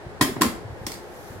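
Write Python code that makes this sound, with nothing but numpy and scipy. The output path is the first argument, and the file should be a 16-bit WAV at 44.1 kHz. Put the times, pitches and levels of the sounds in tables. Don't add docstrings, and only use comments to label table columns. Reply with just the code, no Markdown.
import sys
import numpy as np
from scipy import signal
from scipy.fft import rfft, irfft
from scipy.io import wavfile
from scipy.ndimage import uniform_filter1d

SR = 44100
rng = np.random.default_rng(int(sys.argv[2]) if len(sys.argv) > 2 else 0)


def put_to_file(sound):
    columns = np.atleast_2d(sound).T
    safe = np.clip(columns, -1, 1)
    whole_steps = np.round(safe * 32767)
    wavfile.write(sys.argv[1], SR, whole_steps.astype(np.int16))


N = 61739
T = np.arange(N) / SR
F = np.arange(N + 1) * SR / (2 * N)


# t/s, level/dB, rise/s, decay/s, brightness/dB per octave
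FINGER_HITS = [(0.2093, -15, 0.0021, 0.0016, -3), (0.2116, -11, 0.0013, 0.0059, -0.8),
               (0.2213, -18.5, .001, 0.009, 4), (0.2238, -20, 0.00074, .005, -1.6),
               (0.4094, -27.5, 0.0018, .002, -0.5), (0.4120, -14, 0.0012, .003, -1.5),
               (0.4171, -9, 0.0024, 0.0035, 0.16), (0.4321, -17, 0.00074, .003, -2)]
# f/Hz, level/dB
SMACK_TONE = [(60, -10.5), (300, 2), (450, 0), (580, -7), (800, -7), (1100, 3), (1500, -2.5), (2000, -1.5),
              (2700, -6.5), (4000, -7), (5500, -5.5), (6200, -9.5), (7000, -6.5), (8500, -10), (9800, -12),
              (11200, -7.5), (12300, -15.5), (15500, -16)]

def smacks():
    return sum(undb(db) * shape(burst(start, rise, decay), colour(SMACK_TONE, tilt))
               for start, db, rise, decay, tilt in FINGER_HITS)


# f/Hz, level at place 0/dB, level at place 1/dB, ring time/s
WOOD_NOTES = [(180.1, -29, -26.5, 0.27), (227.8, -27.5, -19, 0.3), (262.9, -22, -31, 0.36),
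              (298, -35, -45, 0.69), (334.5, -28, -24, 0.39), (414, -27.5, -64, 0.21),
              (582.6, -33, -34, 0.35), (727, -31.5, -59, 0.3), (1028, -28, -22, 0.22),
              (1216, -43, -40, 0.22), (1400, -20.5, -30, 0.049), (1848, -20, -21, 0.048),
              (1938, -24, -45, 0.12), (3153, -25, -64, 0.2), (3875, -24, -36, .08), (4470, -27, -64, 0.16),
              (5450, -55, -28.5, 0.11)]
# t/s, level/dB, place/0-1, rise/s, pop level/dB, pop ring time/s
BLOWS = [(0.2105, 1, 0.07, 0.0013, -10.5, 0.04), (0.417, 0.5, 0.8, 0.00035, -12, 0.053),
         (0.4283, -14, 0.95, 0.0011, -25, .03), (0.8663, -19.5, 0.38, 0.0008, -29.5, 0.02)]

def table_ring():
    out = np.zeros(N)
    for start, blow_db, place, rise, _, _ in BLOWS:
        for k, (hz, db0, db1, ring_s) in enumerate(WOOD_NOTES):
            note_db = np.interp(place, (0, 1), (db0, db1))
            direction = (-1) ** k
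            out += direction * undb(blow_db + note_db) * ring(start, hz, rise, ring_s)
    return out


def air_pops(hz=1029.5, rise=0.001):
    return sum(undb(db) * ring(start, hz, rise, ring_s) for start, _, _, _, db, ring_s in BLOWS)


# t/s, level/dB, f/Hz, half-length/s
SOFT_BUMPS = [(0.069, -27, 116, 0.0039), (0.086, -34.5, 88, 0.0056), (0.2153, -8, 291, 0.0022),
              (0.219, -17, 137.5, 0.0077), (0.255, -26.5, 256, 0.011), (0.296, -22.5, 383, 0.0064),
              (0.298, -32, 110, 0.0052), (0.322, -24.5, 241, 0.0031), (0.367, -30.5, 343, 0.0069),
              (0.379, -30, 129, 0.0072), (0.383, -34, 249, 0.014), (0.4122, -13.5, 290, 0.0025),
              (0.4215, -9, 280, 0.0026), (0.464, -18, 226, 0.0098), (0.475, -30, 81, 0.015),
              (0.500, -28, 222, 0.0089), (0.555, -38, 320, 0.009), (0.563, -40, 58, 0.014),
              (0.659, -30.5, 108.6, 0.011), (0.707, -30, 93, 0.0068), (0.731, -29.5, 100, 0.0059),
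              (0.817, -28.5, 108, 0.0042), (0.856, -31, 85, 0.0074), (0.872, -27, 284, 0.0033),
              (1.307, -32.5, 100, 0.0054), (1.32, -36, 230, 0.005), (1.361, -32.5, 102, 0.0064),
              (1.383, -40, 104, 0.018)]

def bumps():
    return sum(undb(db) * np.exp(-((T - middle) / width) ** 2) * np.sin(2 * np.pi * hz * (T - middle))
               for middle, db, hz, width in SOFT_BUMPS)


# t/s, level/dB, decay/s
LIGHT_TAPS = [(0.3623, -27, 0.0077), (0.445, -20.5, 0.0039), (0.548, -37, 0.008), (0.9, -38, 0.0056),
              (1.316, -41.5, 0.0083)]
# f/Hz, level/dB
TAP_TONE = [(60, -16.5), (200, 6), (450, -4.5), (1000, -6), (2200, -12.5), (5000, -46), (15000, -70)]

def taps(rise=0.0024):
    touches = sum(undb(db) * burst(start, rise, decay) for start, db, decay in LIGHT_TAPS)
    return shape(touches, colour(TAP_TONE))


# t/s, level/dB, decay/s, brightness/dB per octave
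SLIPS = [(0.8651, -22.5, 0.0039, -.8), (0.917, -29, 0.003, -0.8), (0.939, -36.5, 0.0045, -0.5)]
# f/Hz, level/dB
SLIP_TONE = [(300, -14), (1000, -4.5), (1400, -10), (2100, 1.5), (2800, -6.5), (3500, -3.5), (3950, -2.5),
             (4500, 1), (5000, 3.5), (5500, 0), (6800, -1.5), (11800, -6), (13000, -8), (15500, -12)]

def swishes(rise=0.0021):
    return sum(undb(db) * shape(burst(start, rise, decay), colour(SLIP_TONE, tilt))
               for start, db, decay, tilt in SLIPS)


# f/Hz, level/dB, ring time/s
CLICK_NOTES = [(3450, -44.5, 0.18), (5450, -16, .012)]

def click(start=0.8662, rise=0.0014):
    return sum(undb(db) * ring(start, hz, rise, ring_s) for hz, db, ring_s in CLICK_NOTES)


# t/s, level/dB
BRUSH_LEVEL = [(0, -92), (.74, -69), (.85, -60), (.9, -60), (1.05, -62), (1.18, -53.5), (1.31, -53),
               (1.4, -60.5)]
# f/Hz, level/dB
BRUSH_TONE = [(500, -7.5), (1600, -24), (3000, -1), (6500, 3.5), (9000, -1.5), (11600, 4), (15500, -6.5)]

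def brushing(rough_db=1, grip_samples=500):
    grip = uniform_filter1d(rng.standard_normal(N), grip_samples) * np.sqrt(grip_samples)
    level_db = np.interp(T, *np.array(BRUSH_LEVEL).T) + rough_db * grip
    return shape(noise(), colour(BRUSH_TONE)) * undb(level_db)


# f/Hz, ring time/s, level/dB
ECHO_BANDS = [(100, 1, 2), (280, 0.31, -1), (543, 0.59, 1.5), (1040, 0.46, -4.5), (2500, 0.38, -1.5),
              (6070, 0.36, -5), (14900, 0.29, -1.5)]

def room_echo(delay_s=0.0046, early_db=-7, early_ring_s=0.18):
    def fade(ring_s):
        envelope = (T > delay_s) * np.exp(-np.log(1000) * T / ring_s)
        return envelope / np.sqrt(np.sum(envelope ** 2))
    tail = noise()
    echo = undb(early_db) * noise() * fade(early_ring_s)
    for hz, ring_s, db in ECHO_BANDS:
        band = across([(row[0], row[0] == hz) for row in ECHO_BANDS])
        echo += undb(db) * shape(tail, band) * fade(ring_s)
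    return rfft(echo, 2 * N)


# f/Hz, level/dB
AIR_TONE = [(25, -16), (60, -6.5), (110, -8.5), (170, -7), (270, -8), (380, -5), (520, -4), (620, -7.5),
            (780, -6), (1150, -14), (1750, -14), (2700, -24.5), (4900, -29.5), (6200, -34), (8700, -35.5),
            (15500, -49.5)]
# f/Hz, level/dB
HUM_NOTES = [(350, -53), (416, -53.5)]

def air_and_hum(air_db=-41.5, hum_width_hz=6.6):
    out = undb(air_db) * shape(noise(), colour(AIR_TONE))
    for hz, db in HUM_NOTES:
        hum = shape(noise(), 1 / (1 + ((F - hz) / hum_width_hz * 2) ** 2))
        out += undb(db) * hum / hum.std()
    return out


# f/Hz, likeness (-1 opposite, 1 the same)
EAR_LIKENESS = [(35, -0.17), (65, -0.7), (120, 0.12), (300, 0.75), (600, 0.73), (1100, 0.4), (2200, -0.34),
                (4500, -0.11), (8000, -0.064), (15000, 0.3)]

def noise():
    like = across(EAR_LIKENESS)
    mid, side = (shape(rng.standard_normal(N), np.sqrt((1 + sign * like) / 2)) for sign in (1, -1))
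    return np.array([mid + side, mid - side])


def burst(start, rise, decay):
    age = np.maximum(T - start, 0)
    return noise() * np.minimum(age / rise, 1) * np.exp(-np.maximum(age - rise, 0) / decay)


def ring(start, hz, rise, ring_s):
    age = np.maximum(T - start, 0)
    return np.sin(2 * np.pi * hz * age) * (1 - np.exp(-age / rise)) * np.exp(-np.log(1000) * age / ring_s)


def undb(db):
    return 10 ** (np.asarray(db) / 20)


def across(points):
    hz, value = np.array(points).T
    return np.interp(np.log(F + 1), np.log(hz), value)


def shape(x, gain):
    return irfft(rfft(x, 2 * N) * gain)[..., :N]


def colour(points, tilt_db=0):
    gain = undb(across(points) + tilt_db * np.log2(1 + F / points[1][0]))
    gain /= np.sqrt(np.mean(gain ** 2))
    cepstrum = irfft(np.log(gain))
    folded = np.r_[cepstrum[0], 2 * cepstrum[1:N]]
    return np.exp(rfft(folded, 2 * N))


def lean_left(x, points):
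    db = across(points)
    return shape(x, undb([db / 2, -db / 2]))


# f/Hz, level/dB
HANDS_LEFT = [(300, 0.5), (1000, 0.3), (2200, 1.5), (4500, -1), (8000, 0), (13000, 1.5)]
# f/Hz, level/dB
AIR_LEFT = [(40, 3), (90, 18.5), (250, 1), (1000, -1), (12000, 2)]

def scene():
    skin = smacks() + taps()
    wood, pops, thuds, slips = table_ring(), air_pops(), bumps(), swishes()
    direct = skin + wood + pops + thuds + slips + click()
    to_walls = skin + undb(-13) * wood + undb(-7) * pops + undb(-10) * thuds + undb(1) * slips
    echo = (shape(to_walls, room_echo()) + shape(to_walls[::-1], room_echo())) / np.sqrt(2)
    return lean_left(direct + echo, HANDS_LEFT) + brushing() + lean_left(air_and_hum(), AIR_LEFT)


def record(dry):
    return signal.sosfilt(signal.ellip(10, .2, 80, 15800, fs=SR, output="sos"), dry)


dry = scene()
out = record(dry)
put_to_file(out)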